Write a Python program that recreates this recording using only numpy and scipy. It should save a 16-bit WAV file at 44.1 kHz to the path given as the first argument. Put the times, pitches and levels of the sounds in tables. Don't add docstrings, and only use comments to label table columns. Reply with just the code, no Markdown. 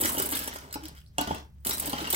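import sys
import numpy as np
from scipy import signal
from scipy.fft import rfft, irfft, next_fast_len
from scipy.io import wavfile
from scipy.ndimage import uniform_filter1d, map_coordinates

SR = 44100
rng = np.random.default_rng(int(sys.argv[2]) if len(sys.argv) > 2 else 0)


def file_out(sig):
    cols = np.atleast_2d(sig).T
    lim = np.clip(cols, -1, 1)
    pcm = np.round(lim * 32767).astype(np.int16)
    wavfile.write(sys.argv[1], SR, pcm)


def volts(x):
    e = np.asarray(x, float) / 20
    return 10 ** e


N = 95167

# (time [s], peak [dB], shell clack re peak [dB], T60 [s])
LIFT_SNAPS = [(0.01, -8.5, -43.5, 0.027), (0.0358, -25, -1, 0.012), (0.0533, -14, -23.5, 0.04),
              (0.0892, -16.5, -30, 0.039), (0.1386, -27.5, -24, 0.073), (0.1795, -19.5, -13, 0.075),
              (0.2192, -16, -35, 0.063), (0.2558, -18.5, -51, 0.048), (0.3172, -14, -36, 0.027),
              (0.3234, -25, -15.5, 0.071), (0.3502, -20.5, -20.5, 0.079), (0.3676, -22.5, -17.5, 0.072),
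              (0.3893, -22, -21, 0.11), (0.4743, -22, -20, 0.045), (0.5346, -36, -14.5, 0.068),
              (0.5609, -36, -3.5, 0.023), (0.5851, -28.5, -17, 0.015), (0.726, -24, -14, 0.026),
              (0.7396, -26, -15, 0.042), (0.8348, -33.5, -16, 0.03), (0.853, -32.5, -10.5, 0.027),
              (0.8823, -27.5, -24.5, 0.022)]
# (time [s], peak [dB], shell clack re peak [dB], T60 [s])
CARRY_SNAPS = [(1.1825, -18.5, -14, 0.014), (1.2728, -33, -1, 0.025), (1.6483, -21, -18, 0.027),
               (1.6907, -23, -17.5, 0.07), (1.7327, -20.5, -29, 0.023), (1.7794, -22.5, -20, 0.037),
               (1.7963, -13.5, -48.5, 0.036), (1.8219, -22, -38, 0.023), (1.8554, -24, -39.5, 0.054),
               (1.871, -24.5, -19.5, 0.051), (1.8944, -22, -22, 0.037), (1.9306, -33.5, -2, 0.023),
               (2.0088, -36, -7.5, 0.049), (2.0735, -28.5, -10, 0.025), (2.1012, -14.5, -38, 0.05),
               (2.1259, -11.5, -25.5, 0.045), (2.1439, -18.5, -14.5, 0.066)]
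# (time [s], peak [dB], shell clack re peak [dB], T60 [s])
MORE_SNAPS = [
    (1.2108, -10, -28, .014),
    (1.3465, -24, -18, .015),
    (1.383, -40, -8, .012),
    (1.6675, -12.5, -24, .03),
    (1.7096, -19, -12, .018),
]
# (time [s], level [dB], pitch [Hz], T60 [s])
PART_RINGS = [(0.0329, -35, 3360, 0.027), (0.0544, -31, 3350, 0.037), (0.0931, -23.5, 1060, 0.037),
              (0.169, -30, 3000, 0.052), (0.1836, -25.5, 2964, 0.081), (0.206, -29, 1005, 0.038),
              (.238, -39, 2990, .04), (0.327, -31.5, 1406, 0.055), (.344, -29.5, 3710, .05),
              (.365, -33.5, 3220, .05), (.5596, -31, 1050, 0.027), (.5605, -38, 3310, 0.027),
              (0.562, -37, 1830, 0.034), (0.7102, -36.5, 4010, 0.018), (0.7399, -35, 3950, .03),
              (0.7563, -33.5, 2690, .02), (.8555, -37.5, 4190, 0.019), (1.1831, -20, 2887, 0.036),
              (1.19, -34, 3340, .08), (1.212, -33.5, 4500, 0.018), (1.2736, -36, 4320, .02),
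              (1.285, -38.5, 3050, 0.057), (1.301, -41.5, 3254, 0.13), (1.3472, -40.5, 2710, 0.059),
              (1.35, -45, 3970, 0.088), (1.382, -45.5, 3400, 0.027), (1.6493, -40.5, 3040, 0.053),
              (1.673, -32, 4300, 0.039), (1.7088, -24, 3940, 0.034), (1.723, -33.5, 3890, 0.045),
              (1.739, -31, 4020, 0.051), (1.7127, -30, 990, 0.042), (1.8715, -33.5, 3130, .03),
              (1.8966, -32.5, 4090, 0.034), (1.93, -27.5, 1040, .04), (1.9313, -29.5, 3043, 0.058),
              (1.962, -33.5, 3060, 0.076), (1.983, -32, 2940, .03), (2.006, -31, 3820, 0.045),
              (2.052, -36, 2920, .04), (2.0716, -30, 2780, .06), (2.1043, -40, 3250, 0.025),
              (2.1162, -34.5, 3040, 0.049), (2.1312, -31, 3680, 0.047), (2.141, -25, 2057, 0.049)]
# (time [s], chatter [dB], shells re chatter [dB], table load re chatter [dB])
RUBBING = [(0, -31.5, 5.5, 1), (0.118, -36.5, -1, -2), (.3, -35, -3, -1), (.41, -38.5, 0.5, 2),
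           (.6, -54, 8.5, 5.5), (.69, -65, 12.5, 13.5), (.86, -64, 12.5, 16), (.93, -65.5, 5.5, 16),
           (0.972, -59, 13, -25), (1.05, -72, -4, -36), (1.175, -77, 16, 17.5), (1.189, -53.5, 14, 7.5),
           (1.36, -56.5, 13.5, 18.5), (1.5, -84.5, 2, 7), (1.642, -77, 8.5, -10), (1.662, -31.5, -15, -5.5),
           (1.85, -42.5, 4.5, 3), (2.16, -51, 14.5, 14)]
# (frequency [Hz], level [dB])
ROD_SPECTRUM = [(1500, -17), (4000, -8.5), (6000, -13.5), (8500, 4.5), (11000, 2.5), (15300, 2.5),
                (16900, -15.5)]
# (frequency [Hz], width [Hz], level [dB])
SHELL_MODES = [(1334, 550, 0.5), (2075, 600, -0.5), (3130, 410, -1), (3890, 610, -4), (5120, 1570, -5.5)]
# (time [s], peak [dB], board pitch [Hz], hardness [0-1])
TABLE_KNOCKS = [(0.023, -28.5, 320, 0.13), (0.045, -24, 312, 0.72), (0.144, -29, 268, 1),
                (0.175, -25.5, 284, 0.6), (0.197, -22, 399, 0.7), (0.322, -25.5, 311, 0.9),
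                (0.355, -35, 272, 0), (0.476, -32, 270, 0.9), (0.556, -35.5, 295, 1),
                (0.756, -26, 291, 0.66), (1.186, -21.5, 270, 0.97), (1.204, -21.5, 275, 0.72),
                (1.276, -24, 223, 0.75), (1.307, -19.5, 293, 0.43), (1.664, -35, 270, 0.2),
                (1.692, -28, 406, 0.75), (1.876, -26, 293, 0.42), (1.932, -22.5, 256, 0.68),
                (1.987, -24.5, 247, 0.7), (2.017, -31.5, 323, 0.21), (2.132, -25.5, 362, 0.93)]
# (frequency [Hz], T60 [s], level [dB])
TABLE_MODES = [(89.4, .12, -15), (162.7, 0.1, -8.5), (218, 0.051, -4.5), (259.6, 0.055, 5.5),
               (386.3, 0.025, 3.5), (590, 0.038, 0.5), (708, 0.046, -5.5), (879, 0.037, 3),
               (1076, 0.069, -12.5), (1451, 0.1, -12)]
# (time [s], level [dB], softness [0-1])
LANDINGS = [
    (.7572, -34, 0.75),
    (1.1842, -21.5, 0),
    (1.199, -32, 0.2),
    (1.2146, -28.5, .6),
    (1.2764, -34, 0.3),
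    (1.29, -37, 0.6),
    (1.305, -31, 1),
    (1.316, -33, .8),
]
# (frequency [Hz], T60 [s], level [dB])
HOLLOW_MODES = [(287.3, 0.08, -8.5), (740, 0.05, -6), (890, 0.04, -1), (960, .03, -6), (1420, 0.025, -7),
                (2200, 0.02, -14), (2885, 0.03, -4)]
# (start [s], length [s], pitch [Hz], level [dB])
CORNER_DRAG = (.818, .055, 312, -42)
# (time [s], level [dB], pitch [Hz])
LOOSE_TICKS = [
    (.905, -44, 2500),
    (1.004, -50, 3000),
    (1.016, -42, 3000),
    (1.0635, -42, 4300),
    (1.075, -47, 5200),
]
# (frequency [Hz], T60 [s])
ROOM_DECAY = [(200, 0.32), (1500, 0.26), (6000, 0.21), (15000, 0.052)]
# (frequency [Hz], level [dB])
AIR_SPECTRUM = [(25, -11.5), (60, -2), (150, -5), (300, -26.5), (700, -36), (3000, -50), (7000, -56),
                (15000, -49)]
# (frequency [Hz], gain [ratio])
PORT_DIFFERENCE = [(100, 0.2), (1000, 0.84), (4000, 1.85), (6800, 2.56), (7600, .4)]
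# (frequency [Hz], delay [us])
LEFT_DELAY = [(1000, 335), (3300, 303), (7000, 258.4)]


def unit(x):
    return x / np.sqrt(np.mean(x ** 2) + 1e-20)


def along(points, hz):
    f, v = np.transpose(points)
    return np.interp(np.log(hz + 1), np.log(f + 1), v)


def filtered(x, response):
    m = next_fast_len(N + SR // 2)
    spectrum = rfft(x, m) * response(np.fft.rfftfreq(m, 1 / SR))
    return irfft(spectrum, m)[..., :N]


def wobble(rate_hz):
    knots = rng.standard_normal(int(N * rate_hz / SR) + 4)
    return map_coordinates(knots, [np.arange(N) * rate_hz / SR])


def patchy(x, depth_db):
    z = signal.stft(x, nperseg=128)[2]
    field = uniform_filter1d(rng.standard_normal(z.shape), 3, 0)
    field = uniform_filter1d(field, 7, 1)
    gain = volts(depth_db * unit(field - field.mean(0)))
    return unit(signal.istft(z * gain, nperseg=128)[1][:N])


def contacts(times_s, level_db, rise_s, t60_s):
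    t = np.arange(SR // 32) / SR
    fall_db = 60 * t / np.clip(np.c_[t60_s], .004, .06)
    shape = (1 - np.exp(-t / rise_s)) * volts(np.c_[level_db] - fall_db)
    where = (np.c_[times_s] * SR).astype(int) + np.arange(len(t))
    return np.bincount(where.ravel(), shape.ravel(), N + SR)[:N]


def resonance(f, centre_hz, width_hz):
    return 1j * f * width_hz / (centre_hz ** 2 - f * f + 1j * f * width_hz)


def rod_colour(f):
    return volts(along(ROD_SPECTRUM, f))


def shell_ring(f):
    return sum((-1) ** k * volts(db) * resonance(f, hz, width_hz)
               for k, (hz, width_hz, db) in enumerate(SHELL_MODES))


def table_ring(f):
    return sum(volts(db) * resonance(f, hz, 4 / t60_s) for hz, t60_s, db in TABLE_MODES)


def snaps():
    snap_db, clack_gain_db = -1.5, 9.5
    s, db, clack_db, t60_s = np.transpose(list(LIFT_SNAPS) + list(CARRY_SNAPS) + list(MORE_SNAPS))
    grit = volts(2.2 * wobble(2500))
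    rods = patchy(filtered(rng.standard_normal(N), rod_colour) * grit, depth_db=3.0)
    push = patchy(rng.standard_normal(N), depth_db=6.5)
    push = push * contacts(s, db + clack_db + clack_gain_db, 0.00098, t60_s)
    return rods * contacts(s, db + snap_db, 0.0026, t60_s) + 3 * filtered(push, shell_ring)


def rings():
    pitch_spread, rise_s, crack_db, crack_t60_s = .07, .0005, -4, .007
    out, t = np.zeros(N + SR), np.arange(SR // 8) / SR
    draws = rng.uniform(-0.95, 1, (len(PART_RINGS), 2, 3, 1))
    for (s, db, hz, t60_s), luck in zip(PART_RINGS, draws):
        pitch_hz = hz * (1 + pitch_spread * luck[0] * [[.2], [1], [1]])
        modes = np.sin(2 * np.pi * pitch_hz * t + np.pi * luck[1]).sum(0) / 2
        modes = modes * volts(-60 * t / t60_s) * (1 - np.exp(-t / rise_s))
        noise = uniform_filter1d(rng.standard_normal(len(t)), size=3) * 2
        crack = volts(crack_db - 60 * t / crack_t60_s) * noise
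        out[round(s * SR):][:len(t)] += volts(db) * (crack + modes)
    return out[:N] * volts(3 * wobble(500))


def chatter():
    ticks_per_s, tick_spread_db, tick_t60_s = 1400, 3, .008
    shells_db, table_db = -8.5, -5
    s, *controls = np.transpose(RUBBING)
    level_db, rub_db, weight_db = [np.interp(np.arange(N) / SR, s, c) for c in controls]
    luck = rng.random((3, 2, 3200))
    times_s = np.cumsum(-np.log(1 - luck[:, 0]), 1) / ticks_per_s
    sizes_db = -tick_spread_db * np.log(1 - luck[:, 1])
    crowd = [contacts(when, size_db, 0.00044, [tick_t60_s]) * rng.standard_normal(N)
             for when, size_db in zip(times_s, sizes_db)]
    rods = patchy(filtered(crowd[0], rod_colour), depth_db=-2.0) * volts(1.5 * wobble(39))
    shells = patchy(filtered(crowd[1], shell_ring), depth_db=2.0)
    shells = shells * volts(shells_db + rub_db + 3.7 * wobble(29.73))
    table = unit(filtered(crowd[2], table_ring))
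    table = table * volts(table_db + weight_db + 2.1 * wobble(25.94))
    return volts(level_db) * (rods + shells + table)


def knocks():
    knock_db, mode_spread_db, pitch_spread, rise_s = -4.5, 1.92, 0.049, 0.0031
    out, t = np.zeros(N + SR), np.arange(SR // 4) / SR
    hz, t60_s, mode_db = np.transpose(TABLE_MODES)[..., None]
    draws = rng.standard_normal((len(TABLE_KNOCKS), 2, len(TABLE_MODES), 1))
    for (s, db, board_hz, hard), luck in zip(TABLE_KNOCKS, draws):
        tilt_db = 12 * (hard - .5) * np.log2(hz / 450)
        level_db = db + knock_db + mode_db + mode_spread_db * luck[0] + tilt_db
        pitch_hz = hz * (1 + pitch_spread * luck[1])
        pitch_hz[3] = board_hz
        ring = volts(level_db - 60 * t / t60_s) * np.sin(2 * np.pi * pitch_hz * t)
        out[round(s * SR):][:len(t)] += ring.sum(0) * (1 - np.exp(-t / rise_s))
    return out[:N] * volts(3 * wobble(140))


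def set_down():
    hz, t60_s, mode_db = np.transpose(HOLLOW_MODES)[..., None]
    out, rough_db = np.zeros(N), 3 * wobble(150)
    for s, db, soft in LANDINGS:
        t = np.clip(np.arange(N) / SR - s, 0, None)
        tilt_db = -7.7 * soft * np.log2(hz / 885)
        level_db = db + mode_db + tilt_db - 60 * t / t60_s + rough_db
        out += (volts(level_db) * np.sin(2 * np.pi * hz * t)).sum(0)
    return out


def corner_drag():
    s, length_s, hz, db = CORNER_DRAG
    u = np.clip((np.arange(N) / SR - s) / length_s, 0, 1)
    swell = np.sqrt(np.abs(np.sin(np.pi * u))) * (u < 1)
    return volts(db) * swell * np.sin(2 * np.pi * hz * length_s * u)


def loose_ticks():
    t = np.arange(N) / SR
    return sum(contacts([s], [db], .0002, [.004]) * np.sin(2 * np.pi * hz * t) for s, db, hz in LOOSE_TICKS)


def room(x):
    out, step = np.zeros((2, N + SR)), SR // 4
    for start in range(0, N, step):
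        hz, t, z = signal.stft(rng.standard_normal((2, SR // 2)), SR, nperseg=256)
        decay = volts(-60 * t / along(ROOM_DECAY, hz)[:, None])
        tail = signal.istft(z * decay, SR, nperseg=256)[1]
        wet = signal.fftconvolve(x[None, start:start + step], tail / np.linalg.norm(tail[0]), axes=1)
        out[:, start + 130:][:, :wet.shape[1]] += wet
    return out[:, :N]


def background():
    air_db, hum_hz, hum_db = -54.5, 70, -48.5
    t = np.arange(N) / SR
    noise = rng.standard_normal((2, N))
    air = volts(air_db) * unit(filtered(noise, lambda hz: volts(along(AIR_SPECTRUM, hz))))
    hum = volts(hum_db + 1.5 * wobble(6)) * np.sin(2 * np.pi * hum_hz * t + .3 * wobble(7))
    return air + [[1], [0]] * hum


def scene():
    room_db = -11
    plastic = snaps() + rings() + chatter() + loose_ticks()
    parts = plastic + knocks() + set_down() + corner_drag()
    return [[1], [0]] * parts + volts(room_db) * room(parts) + background()


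def low_pass(x):
    return signal.sosfilt(signal.butter(12, 17000, fs=SR, output="sos"), x)


def record(dry):
    top_hz, over_top_db = 15850, -40

    def band(hz):
        return np.where(hz < top_hz, 1, volts(over_top_db))

    def delay(hz):
        return np.exp(-2j * np.pi * hz * along(LEFT_DELAY, hz) * 1e-6)

    shared = filtered(dry[0], band)
    other = filtered(dry[1], lambda hz: along(PORT_DIFFERENCE, hz) * band(hz))
    left = filtered(shared + other, delay)
    right = shared - other
    return low_pass(np.array([left, right]))


dry = scene()
out = record(dry)
file_out(out)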